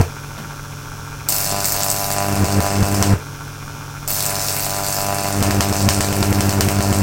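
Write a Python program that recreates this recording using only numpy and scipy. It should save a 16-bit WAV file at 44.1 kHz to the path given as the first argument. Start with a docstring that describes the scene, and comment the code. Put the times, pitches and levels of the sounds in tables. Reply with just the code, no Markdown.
"""High-voltage arc in a small workshop

An arc is drawn twice from a mains transformer, close to the microphone. The current passes through zero
every half cycle, and the arc relights with a thud and a spit of sizzle. Drawn long, it bows into a
throbbing flame that swells until a shorter path strikes with a snap. A cooling fan and the humming
transformer run throughout, and there is one dull knock early on."""
import sys
import numpy as np
from scipy import signal
from scipy.fft import rfft, irfft
from scipy.io import wavfile
from scipy.ndimage import uniform_filter1d

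SR = 44100
rng = np.random.default_rng(int(sys.argv[2]) if len(sys.argv) > 2 else 0)


def int16_out(signal):
    """Quantize to a 16-bit WAV file."""
    q = np.round(np.clip(np.atleast_2d(signal).T, -1, 1) * 32767)
    wavfile.write(sys.argv[1], SR, q.astype(np.int16))


N = 309582
T = np.arange(N) / SR
MAINS_HZ, CURRENT_ZERO_S = 49.98, .0038
SOFTENING_DB = 34.5  # loss of sizzle and stray sparks per unit of flame amplitude

# collapses of the bowed flame: t/s, flame level reached/dB, snap level/dB
FLARES = [(0.0126, -6, -6.5), (2.345, -17, -22), (2.4442, -11.5, -11), (2.605, -11, -3), (2.829, -11, -4),
          (2.942, -16.5, -14), (3.026, -13, 8.5), (3.141, -9.5, -31), (5.4268, -13.5, 5),
          (5.5087, -14.5, 2.5), (5.6076, -13, 8), (5.727, -15, -2.5), (5.889, -10, 9.5), (6.008, -14.5, 5),
          (6.1277, -16.5, -0.5), (6.2284, -13.5, 4), (6.328, -12, -2), (6.4073, -13, 4.5),
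          (6.4939, -13, -1), (6.6086, -12.5, 9.5), (6.6869, -13.5, 2), (6.807, -12.5, -3.5),
          (6.9277, -12, -0.5), (7.04, -10, -10)]
# bright sparks across the short gap: t/s, level/dB
SPARKS = [(1.288, 13.5), (1.3463, -6), (1.6566, 10), (1.722, 8), (1.8338, 6), (1.902, 7), (4.0775, 6),
          (4.2638, 7), (4.928, 1), (4.9877, 1)]


def buzz(relights, flame):
    """A pulse train sounds harmonic: each relighting thuds, softer and less regular in a long flame."""
    # spectrum of a thud: f/Hz, level/dB
    thud_spectrum = [(40, -24), (100, -11), (200, -15), (490, -18), (600, .5), (700, 1.5), (800, -3),
                     (900, -9), (1000, -1.5), (1100, -10), (1250, -11), (2300, -26), (2700, -16),
                     (3300, -36)]
    jitter, scatter = rng.standard_normal((len(relights), 2)).T
    polarity = (-1) ** np.arange(len(relights))
    times = relights + jitter * (.00003 + .00076 * flame)
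    sizes = undb(1.8 * scatter + 1.1 * polarity - 32 * flame)
    thuds = -unit(colour(pulses(times, sizes), thud_spectrum))
    return room(thuds * arc_gain(touching_db=-33, drawn_db=-22.5), wet_db=-14, t60=.2)


def spit(relights, flame_amplitude):
    """Amplitude-modulated noise: the electrodes spit at each relighting, harder on one polarity."""
    # spectrum of the sizzle: f/Hz, level/dB
    sizzle_spectrum = [(500, -30), (3200, -13), (4400, -2.5), (5500, -1), (7000, -1.5), (8200, 0),
                       (9500, -6), (11000, -13), (16000, -25)]
    # spectrum of the highest fizz: f/Hz, level/dB
    fizz_spectrum = [(3000, -40), (8000, -14), (10500, -4), (12000, -3), (14000, 0), (16000, -1)]
    # spectrum of the lower crackle: f/Hz, level/dB
    crackle_spectrum = [(150, 5.5), (500, 7), (1000, -8), (1600, 3), (2100, 2), (2700, 3), (3200, -7),
                        (5000, -27), (12000, -24)]
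    scatter, lag1, scatter1, lag2, scatter2, gush_lag, gush_scatter = rng.uniform(
        -1, 1, (len(relights), 7)).T
    polarity = (-1) ** np.arange(len(relights))
    size = undb(1.2 * polarity + 2.7 * scatter)
    # one gush of hiss and two tiny cracks in each half cycle
    gushes = pulses(relights - .0019 + .00057 * gush_lag, size * undb(2 * gush_scatter))
    cracks = pulses(relights + .0008 * lag1, size * undb(4.5 * scatter1))
    cracks += pulses(relights + .0013 + .0009 * lag2, .6 * size * undb(4.5 * scatter2))
    envelope = .22 + convolve(gushes, fade(.0017)) + 5 * convolve(cracks, fade(.00012))
    # the transformer's limited current keeps the power even over several cycles
    envelope /= np.sqrt(uniform_filter1d(envelope ** 2, int(.07 * SR)))
    sizzle = colour(noise() * envelope, sizzle_spectrum) * arc_gain(touching_db=-24.5, drawn_db=-27)
    fizz = colour(noise() * envelope, fizz_spectrum) * arc_gain(touching_db=-21.5, drawn_db=-30)
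    crackle = colour(noise() * envelope, crackle_spectrum) * arc_gain(touching_db=-34.5, drawn_db=-33)
    snap_surge, spark_surge = surge(FLARES, depth=.31), surge(SPARKS, depth=.38)
    # a long flame burns softly
    treble = (sizzle * snap_surge + fizz * spark_surge) * undb(-SOFTENING_DB * flame_amplitude)
    crackle *= snap_surge * undb(-4 * flame_amplitude)
    return room(treble, wet_db=-1, t60=.22) + room(crackle, wet_db=3.5, t60=.28)


def ringing(hiss):
    """Resonance: the electrode rod and the case ring at their modes, driven by the arc."""
    # modes of rod and case: f/Hz, bandwidth/Hz, level/dB
    modes = [(2700, 50, 0), (4300, 60, -3), (4700, 70, -7), (5270, 70, -2), (6400, 80, -5), (12260, 70, -5)]
    return sum(undb(db) * signal.lfilter(*signal.iirpeak(hz, hz / width, fs=SR), hiss)
               for hz, width, db in modes)


def snaps(relights, stray_share=.06):
    """Electrical breakdown launches a shock front, with a brief tearing noise behind it."""
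    # spectrum of the bright crack: f/Hz, level/dB
    crack_spectrum = [(1500, -12), (3300, -12), (4600, 3.5), (8200, 14), (10500, -6), (14000, 10.5),
                      (16000, -7)]
    # spectrum of the full-bodied bang: f/Hz, level/dB
    bang_spectrum = [(100, 3), (500, -1.5), (1500, 3.5), (2700, 1.5), (3500, 0.5), (6000, 3.5),
                     (12000, -12)]
    collapse_s, _, snap_db = np.transpose(FLARES)
    spark_s, spark_db = np.transpose(SPARKS)
    # a few relightings throw a stray spark, fainter across a long gap
    strays = (rng.random(len(relights)) < stray_share) * gap_gain(relights, touching_db=2, drawn_db=-5)
    strays *= undb(4 * rng.standard_normal(len(relights)) - SOFTENING_DB * flame_gain(relights))
    snap = pulses(collapse_s, undb(snap_db))
    spark = pulses(spark_s, undb(spark_db)) + pulses(relights, strays)
    # a spark has little bang; a snap has both bang and crack
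    crack = spark + undb(-5.5) * snap
    bang = snap + undb(-18.5) * spark
    shock = colour(crack, crack_spectrum) + undb(2.5) * colour(bang, bang_spectrum)
    tearing = colour(noise() * convolve(crack, fade(.0003)), crack_spectrum)
    rip = colour(noise() * convolve(bang, fade(.00063)), bang_spectrum)
    return room(shock, wet_db=0, t60=.28) + undb(-14) * tearing + undb(-10) * rip


def throb(relights, flame):
    """Thermal contraction: the hot column shrinks at each current zero, for longer in a long flame."""
    scatter, jitter = rng.standard_normal((len(relights), 2)).T
    pressure = np.zeros(N)
    for at, size, lag_s in zip(relights, flame * undb(.47 * scatter), .0001 * jitter):
        near = slice(max(int((at - .01) * SR), 0), int((at + .01) * SR))
        t = T[near] - at
        width_s = .00061 + .0033 * size
        dip = np.exp(-np.abs((t - lag_s) / width_s) ** np.e)
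        # the gas expands again between the dips, so the mean pressure stays put
        refill = np.cos(np.pi * MAINS_HZ * t) ** 2 * dip.sum() / (SR / MAINS_HZ / 2)
        pressure[near] += size * (refill - dip)
    return undb(9) * pressure


def flutter():
    """Turbulence in the flame radiates low noise in proportion to the flame's amplitude."""
    # spectrum of the turbulence: f/Hz, level/dB
    spectrum = [(20, -6), (70, -2), (200, -4), (400, 2), (700, -5), (1500, -10), (2400, -19), (5000, -38)]
    turbulence = unit(colour(noise(), spectrum)) * flame_gain(T)
    return undb(-10) * room(turbulence, wet_db=-3, t60=.25)


def thumps(hz=86):
    """Rarefaction: the hot gas of a short-circuited flame caves in with a low, damped thump."""
    collapse_s, flame_db, _ = np.transpose(FLARES)
    decay = fade(.025)
    thump = -np.sin(2 * np.pi * hz * T[:len(decay)]) * decay
    return undb(-3) * convolve(pulses(collapse_s, undb(flame_db)), thump)


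def flame_gain(t, swell_db_per_s=128.5):
    """Exponential growth: the flame swells out of a small steady one up to each collapse."""
    collapse_s, flame_db, _ = np.transpose(FLARES)
    coming = np.minimum(np.searchsorted(collapse_s, t), len(collapse_s) - 1)
    flare = undb(flame_db[coming] + swell_db_per_s * (t - collapse_s[coming])) * burning(t)
    return np.maximum(flare, gap_gain(t, touching_db=-51, drawn_db=-30.5))


def burning(t):
    """Gating: 1 while the arc conducts, otherwise 0."""
    # spans in which the arc burns: strike t/s, extinction t/s
    burns = [(-.1, .02), (1.286, 3.141), (4.076, 7.1)]
    return sum((t >= on) & (t < off) for on, off in burns)


def gap_gain(t, touching_db, drawn_db):
    """Arc length governs level: linear in decibels from electrodes touching to fully drawn."""
    # the hand draws the electrode away: t/s, gap/full gap
    gap_path = [(0, 0.98), (1.29, 0), (1.46, 0.05), (1.53, 1), (1.6, 0.76), (1.66, 0.34), (2.05, 0.54),
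                (2.22, 0.92), (3.14, 0.97), (4.08, 0), (4.22, 0), (4.35, 0.68), (4.46, 0.2), (4.58, 0.22),
                (4.8, 0.73), (4.92, 0.45), (5.1, 0.99), (5.3, 0.83), (7.0, 0.77)]
    gap = np.interp(t, *np.transpose(gap_path))
    return undb(touching_db + (drawn_db - touching_db) * gap) * burning(t)


def arc_gain(touching_db, drawn_db, waver_db=.97, waver_hz=16):
    """Random modulation: the level set by the gap wavers as the arc wanders over the electrodes."""
    waver = np.interp(T * waver_hz, np.arange(512), rng.standard_normal(512))
    return gap_gain(T, touching_db, drawn_db) * undb(waver_db * waver)


def surge(breakdowns, depth, decay_s=.019):
    """Relaxation: the electrodes spit harder after each breakdown, then the gain sinks back to 1."""
    rows = np.array(breakdowns)
    return 1 + depth * convolve(pulses(rows[:, 0], undb(rows[:, -1])), fade(decay_s))


def fan(tick_hz=114.46):
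    """Blade tones and beating: the motor's ticks beat with the rectified mains in a slow rattle."""
    # harmonics of the blade passage: f/Hz, level/dB
    blade_tones = [(143, -35.5), (286, -48), (429, -53), (573, -54)]
    # spectrum of a motor tick: f/Hz, level/dB
    tick_spectrum = [(150, -10), (300, -4), (600, -8), (1000, -3.5), (1480, 0), (1900, -12), (2400, -2.5),
                     (2900, -20), (8000, -35)]
    tones = sum(np.sqrt(2) * undb(db) * np.sin(2 * np.pi * (hz * T + rng.random()))
                for hz, db in blade_tones)
    tick_s = np.arange(0, N / SR, 1 / tick_hz)
    ripple = np.sin(2 * np.pi * MAINS_HZ * tick_s) ** 2 + .55
    ticks = pulses(tick_s, ripple)
    rattle = unit(ticks) + 1.02 * unit(noise() * convolve(ticks, fade(.00052)))
    return tones + undb(-38.5) * unit(room(colour(rattle, tick_spectrum), wet_db=5, t60=.024))


def transformer():
    """Forced vibration: the core hums at twice the mains frequency; its laminations slap and buzz."""
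    # spectrum of a lamination slap: f/Hz, level/dB
    slap_spectrum = [(1000, -35), (2800, -22), (3200, -8), (3800, -10), (4400, -15), (5000, -7), (5600, 0),
                     (6300, -3), (7200, -12), (9000, -20), (16000, -28)]
    hum = -np.sqrt(2) * np.cos(4 * np.pi * MAINS_HZ * (T - CURRENT_ZERO_S))
    half_cycles = np.arange(0, N / SR, .5 / MAINS_HZ)
    slaps = pulses(half_cycles, 1) + pulses(half_cycles + .00512, .45)
    core_buzz = unit(room(colour(slaps, slap_spectrum), wet_db=-6, t60=.05))
    return undb(-39) * hum + undb(-44.5) * core_buzz


def knock(at_s=.378):
    """A damped transient: a short burst of low noise is heard as a soft, dull knock."""
    # spectrum of the knock: f/Hz, level/dB
    spectrum = [(60, -14), (200, 7), (320, -5), (700, -8), (2400, -18), (9000, -30)]
    blow = noise() * convolve(pulses(np.array([at_s]), .94), fade(.03))
    return undb(-24) * room(colour(blow, spectrum), wet_db=-1, t60=.3)


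def air():
    """Stationary noise: a low, even rush fills the workshop."""
    # spectrum of the background: f/Hz, level/dB
    spectrum = [(12, -21), (20, -0.5), (53, -4), (146, -8), (234, -11.5), (624, -20), (1480, -14),
                (1910, -29), (2390, -23.5), (4540, -28.5), (5530, -26.5), (14700, -32.5), (16000, -29)]
    return undb(-35) * unit(colour(noise(), spectrum))


def room(x, wet_db, t60):
    """Reverberation: direct sound plus dense reflections from floor and near walls, at constant power."""
    tail = (noise() * undb(-60 * T / t60) * (T > .0008))[:SR // 2]
    response = undb(wet_db) * tail / np.linalg.norm(tail)
    response[0] = 1
    return convolve(x, response / np.linalg.norm(response))


def colour(x, points, size=4096):
    """Minimum-phase filter of unit energy, shaped by points of f/Hz, level/dB."""
    hz, db = np.transpose(points)
    bin_hz = np.arange(size // 2 + 1) * SR / size
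    gain = undb(np.interp(np.log(bin_hz + 1), np.log(hz), db))
    # folding the cepstrum onto positive time makes the response causal
    cepstrum = irfft(np.log(gain))
    cepstrum[1:size // 2] *= 2
    cepstrum[size // 2 + 1:] = 0
    response = irfft(np.exp(rfft(cepstrum)))
    return convolve(x, response / np.linalg.norm(response))


def pulses(times, sizes):
    """Impulse train: one impulse at each time."""
    train = np.zeros(N)
    inside = (times >= 0) & (times < (N - 1) / SR)
    np.add.at(train, (times[inside] * SR).astype(int), (sizes * np.ones(len(times)))[inside])
    return train


def fade(seconds):
    """Exponential decay, eight time constants long."""
    return np.exp(-T[T < 8 * seconds] / seconds)


def convolve(x, response):
    """Convolution: the output of a linear system with this impulse response."""
    return signal.fftconvolve(x, response)[:N]


def noise():
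    """White Gaussian noise."""
    return rng.standard_normal(N)


def unit(x):
    """Normalisation to rms 1."""
    return x / np.sqrt(np.mean(x ** 2))


def undb(db):
    """Amplitude ratio of a level in decibels."""
    return 10 ** (np.asarray(db) / 20)


def scene():
    """Superposition: the arc, timed by the mains current, adds to the workshop's background."""
    current_zeros = CURRENT_ZERO_S + np.arange(0, N / SR, .5 / MAINS_HZ)
    # a flame that collapses just after a current zero no longer throbs in that half cycle
    flame = flame_gain(current_zeros + .003)
    # a longer arc needs more voltage, so it relights later in the half cycle
    relights = current_zeros + .004 * flame
    arc = buzz(relights, flame) + throb(relights, flame) + flutter() + thumps()
    hiss = spit(relights, flame_gain(T))
    arc += hiss + ringing(hiss) + snaps(relights)
    return (arc + fan() + transformer() + knock() + air())[None]


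def record(dry, top_hz=15900):
    """Saturation and band limiting: the loudest snaps overload the microphone; the top is cut."""
    low_pass = signal.ellip(10, .2, 80, top_hz, fs=SR, output="sos")
    return signal.sosfilt(low_pass, np.clip(dry, -1, 1))


dry = scene()
out = record(dry)
int16_out(out)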